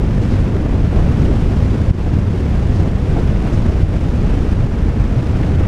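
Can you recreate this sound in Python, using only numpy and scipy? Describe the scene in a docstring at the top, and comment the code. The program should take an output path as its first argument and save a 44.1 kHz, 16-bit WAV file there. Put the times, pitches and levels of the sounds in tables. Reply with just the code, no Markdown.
"""Helmet wind on a country road

Wind on the helmet microphone of a cruising motorcycle. Eddies shed by the windscreen buffet the port
in thumps, and finer turbulence rumbles, roars and hisses round the shell. Now and then the low end
dips or a brief puff swells in the noise. The hardest slaps of air drive the camera's limiter, so that
the whole rush ducks and swells back."""
import sys
import numpy as np
from scipy import signal
from scipy.fft import rfft, irfft, next_fast_len
from scipy.io import wavfile
from scipy.ndimage import uniform_filter1d, minimum_filter1d

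SR = 44100
rng = np.random.default_rng(int(sys.argv[2]) if len(sys.argv) > 2 else 0)


def store_wav(level_fs):
    """Save 16-bit WAV to argv[1]."""
    pcm = np.round(np.clip(np.atleast_2d(level_fs), -1, 1) * 32767)
    wavfile.write(sys.argv[1], SR, pcm.T.astype(np.int16))


N = 250047
TIME = np.arange(N) / SR


def from_db(db):
    """Decibels to gain."""
    return 10 ** (np.asarray(db) / 20)


def rms_one(x):
    """Scale to unit rms."""
    return x / np.sqrt(np.mean(x ** 2) + 1e-20)


def automation(points):
    """Straight ramps through (seconds, value) points."""
    return np.interp(TIME, *np.transpose(points))


def swell(centre_s, half_s):
    """A bell-shaped fade up to 1 and back."""
    return np.exp(-((TIME - centre_s) / half_s) ** 2 / 2)


def shaped_noise(gain_at):
    """Noise of unit rms, coloured by a gain as a function of frequency."""
    size = next_fast_len(N)
    hz = np.maximum(np.arange(size // 2 + 1) * SR / size, 1)
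    white = rfft(rng.standard_normal(size))
    return rms_one(irfft(white * gain_at(hz), size)[:N])


def turbulence(colour):
    """Churning air: noise through an EQ curve of (Hz, dB) points, falling away beyond its ends."""
    points_hz, db = np.transpose(colour)

    def gain_at(hz):
        skirts = np.minimum(1, np.minimum(hz / points_hz[0], points_hz[-1] / hz)) ** 2
        return skirts * from_db(np.interp(np.log(hz), np.log(points_hz), db))
    return shaped_noise(gain_at)


def flutter(rate_hz, slowest_hz=9):
    """A random wobble of unit rms, mostly between the two rates."""
    return shaped_noise(lambda hz: hz / np.hypot(hz, slowest_hz) / (1 + (hz / rate_hz) ** 2))


def steadied(x, span_s, share):
    """Even out slow swells: a steady stream sheds eddies of similar strength."""
    size = int(span_s * SR)
    power = uniform_filter1d(uniform_filter1d(x ** 2, size), size)
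    return rms_one(x / (power + 1e-9) ** (share / 2))


def buffet():
    """Big eddies off the windscreen rock the diaphragm."""
    # Sub-bass weight. Each row: frequency in Hz, relative level in dB.
    colour = [(14, -7), (25, -0.8), (35, -1.5), (46, 1), (60, -1), (78, 0.5), (98, -2), (125, -4.5),
              (150, -13.5), (220, -26)]
    return steadied(turbulence(colour), span_s=0.11, share=0.61)


def rumble(flurry, surge):
    """Mid-sized eddies roll past in flurries."""
    # Low body of the wind. Each row: frequency in Hz, relative level in dB.
    colour = [(90, -12), (150, 2.5), (200, 0.5), (260, -3), (330, -7), (400, -10.5), (500, -18.5),
              (800, -36)]
    body = steadied(turbulence(colour), span_s=0.06, share=0.85)
    return body * from_db(1.64 * flurry + 0.22 * surge)


def roar(flurry, surge):
    """Small eddies rush round the shell, with a flutter of their own."""
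    # Midrange of the wind. Each row: frequency in Hz, relative level in dB.
    colour = [(250, -16.5), (400, 0.5), (480, 1), (630, -2), (800, -5.5), (1000, -10.5), (1300, -15.5),
              (2000, -24.5), (4000, -33)]
    rush = steadied(turbulence(colour), span_s=0.17, share=0.57)
    return rush * from_db(0.76 * flurry + 0.23 * surge + flutter(rate_hz=32))


def hiss(flurry, surge, crossover_hz=2900):
    """The finest turbulence flickers fast, while its treble slowly swells and eases."""
    # Airy top of the wind. Each row: frequency in Hz, relative level in dB.
    colour = [(600, -16), (1000, 2.5), (1500, 2.5), (2000, 0), (2700, -3), (3500, -7), (4200, -10.5),
              (5400, -11.5), (7000, -16.5), (9000, -21.5), (11000, -26), (13500, -35.5), (15500, -44)]
    # Treble ride above the crossover. Each row: time in seconds, gain in dB.
    treble = [(0, -1.5), (0.33, -1), (0.55, -1.7), (0.85, -1.5), (1.0, -1), (1.25, -0.5), (1.6, 0.2),
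              (2.15, -0.7), (2.5, 0), (2.95, -0.9), (3.35, -1), (3.8, 0.2), (4.42, -1), (4.68, -1.5),
              (4.9, -2), (5.25, -0.6), (5.45, -1), (5.67, -4.5)]
    air = turbulence(colour)
    low = signal.sosfiltfilt(signal.butter(2, crossover_hz, fs=SR, output="sos"), air)
    air = low + from_db(automation(treble)) * (air - low)
    return air * from_db(0.78 * flurry + 0.24 * surge + 0.88 * flutter(rate_hz=260))


def wind(displaced):
    """Four sizes of turbulence ride the airflow; brief dips and slap cores duck the lowest two."""
    # Airflow over the helmet. Each row: time in seconds, strength in dB about the usual.
    flow = [(0, -0.5), (0.32, 0.8), (0.45, 0.2), (0.88, 0), (1.0, 1.5), (1.28, 2), (1.42, 0.6), (1.8, 0),
            (2.1, -1.3), (2.22, -1.8), (2.42, -0.5), (2.66, -0.3), (2.8, 0.5), (2.95, -1.2), (3.2, 1.9),
            (3.34, 0), (3.48, 1.6), (3.7, 0), (3.88, -0.7), (4.12, -0.3), (4.32, 0.5), (4.5, 0.7),
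            (4.56, -1), (4.93, -0.5), (5.15, -0.1), (5.67, 1.6)]
    # Brief irregular dips in the low buffeting and rumble.
    # Each row: centre and half length in seconds, depth in the buffet in dB.
    dips = [(0.27, .03, 3), (0.62, 0.024, 4), (0.918, 0.0094, 2.5), (1.98, 0.039, 3), (2.367, 0.015, 6),
            (2.99, 0.018, 6), (3.49, .025, 4), (4.002, 0.012, 6), (4.773, 0.029, 3.5), (4.933, 0.013, 4),
            (5.26, 0.026, 4)]
    flow_db = automation(flow)
    dip_db = sum(depth_db * swell(centre_s, half_s) for centre_s, half_s, depth_db in dips)
    thinning_db = 0.36 * (TIME - TIME.mean())   # the rumble thins as the ride goes on
    buffet_gain = from_db(-14 + 0.48 * flow_db - dip_db) * (1 - displaced)
    rumble_gain = from_db(-20.5 + flow_db - thinning_db - 0.28 * dip_db) * (1 - 0.49 * displaced)
    eddies = buffet()
    # the finer layers flutter together and are strongest where the pressure swings furthest
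    flurry = flutter(rate_hz=44)
    surge = np.abs(eddies) - np.mean(np.abs(eddies))
    return (buffet_gain * eddies
            + rumble_gain * rumble(flurry, surge)
            + from_db(-32 + flow_db) * roar(flurry, surge)
            + from_db(-38.5 + flow_db) * hiss(flurry, surge))


def puffs():
    """Brief, irregular puffs in the wind noise: each is one band of noise swelling and fading."""
    # Puffs and swells. Each row: peak time and half length in seconds,
    # band centre and width in Hz, level in dB.
    bursts = [(0.234, .015, 5500, 4000, -50), (0.33, .022, 4200, 3000, -45), (0.545, 0.02, 375, 170, -23.5),
              (0.663, 0.0071, 620, 600, -27), (0.745, 0.019, 560, 500, -28),
              (0.983, 0.026, 480, 450, -25.5), (0.987, 0.023, 75.4, 40, -24), (1.195, 0.067, 150, 140, -21),
              (1.298, 0.032, 352, 220, -21), (1.744, 0.011, 350, 250, -21.5), (2.071, .012, 560, 500, -29),
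              (2.345, 0.017, 377, 250, -24), (2.76, 0.022, 4500, 4000, -47), (2.85, 0.034, 440, 350, -24.5),
              (3.179, 0.014, 745, 130, -26.5), (3.198, 0.036, 368, 280, -22),
              (3.538, .012, 5500, 3500, -47), (3.7, .014, 400, 500, -24), (3.944, 0.014, 450, 500, -29.5),
              (4.3, 0.06, 2610, 1400, -44.5), (4.325, .014, 840, 500, -37),
              (5.434, 0.0041, 1700, 1300, -30)]
    out = np.zeros(N)
    for peak_s, half_s, centre_hz, width_hz, level_db in bursts:
        band = shaped_noise(lambda hz: 1 / (1 + (2 * (hz - centre_hz) / width_hz) ** 2))
        out += from_db(level_db) * swell(peak_s, half_s) * band
    return out


def slaps():
    """A vortex pushes, then sucks. Returns the pressure and how far its core covers the port, 0-1."""
    # Large eddies hitting the port squarely. Each row: centre in seconds, peak in dB, swing in Hz.
    hits = [(0.359, -8, 53), (0.401, -6, 49.3), (0.972, -3.5, 50.3), (1.006, -7, 45), (1.065, -6.5, 87),
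            (1.218, -6, 75), (1.256, -6, 66), (1.368, -8, 62), (1.628, -3, 76), (1.91, 5.5, 87),
            (2.169, -4.5, 128), (2.189, -5, 99), (2.627, -7.5, 63), (2.803, -3.5, 72), (3.295, -4.5, 74),
            (3.578, -6.5, 66), (3.835, 1.8, 71), (3.969, -5.5, 62), (4.528, -6.5, 55), (4.605, -6.5, 75),
            (4.889, -6, 66), (5.004, -4, 69.4), (5.596, -7, 67.5), (5.633, -6, 70.5)]
    pressure, core = np.zeros(N), np.zeros(N)
    for centre_s, peak_db, swing_hz in hits:
        turn = 2 * np.pi * swing_hz * (TIME - centre_s)
        pressure -= from_db(peak_db) * turn * np.exp((1 - turn ** 2) / 2)
        core = np.maximum(core, np.exp(-(turn / 2) ** 2 / 2))
    return pressure, core


def limiter(x, ceiling_db=-2.1, look_ahead_s=0.0012, hold_s=0.019, release_s=0.041):
    """The gain drops just ahead of any peak over the ceiling, holds and climbs back, fast at first."""
    hold, attack = int(hold_s * SR), int(2 * look_ahead_s * SR)
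    excess_db = np.maximum(20 * np.log10(np.abs(x) + 1e-9) - ceiling_db, 1e-9)
    held_db = -minimum_filter1d(-excess_db, hold, origin=(hold - 1) // 2)
    # each duck dies away exponentially unless a deeper one takes over
    recovery = TIME / release_s
    duck_db = np.exp(np.maximum.accumulate(np.log(held_db) + recovery, axis=-1) - recovery)
    gain_db = uniform_filter1d(minimum_filter1d(-duck_db, attack), attack)
    return x * from_db(gain_db)


def scene():
    """All the moving air at one microphone; each slap whips up the wind round it."""
    pressure, core = slaps()
    stir = 1 + from_db(-13) * core
    return (stir * wind(displaced=core) + pressure + puffs())[None]


def record(dry, cutoff_hz=15100):
    """The camera limits the peaks and cuts the top."""
    high_cut = signal.ellip(10, 0.1, 80, cutoff_hz, fs=SR, output="sos")
    return signal.sosfilt(high_cut, limiter(dry))


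dry = scene()
out = record(dry)
store_wav(out)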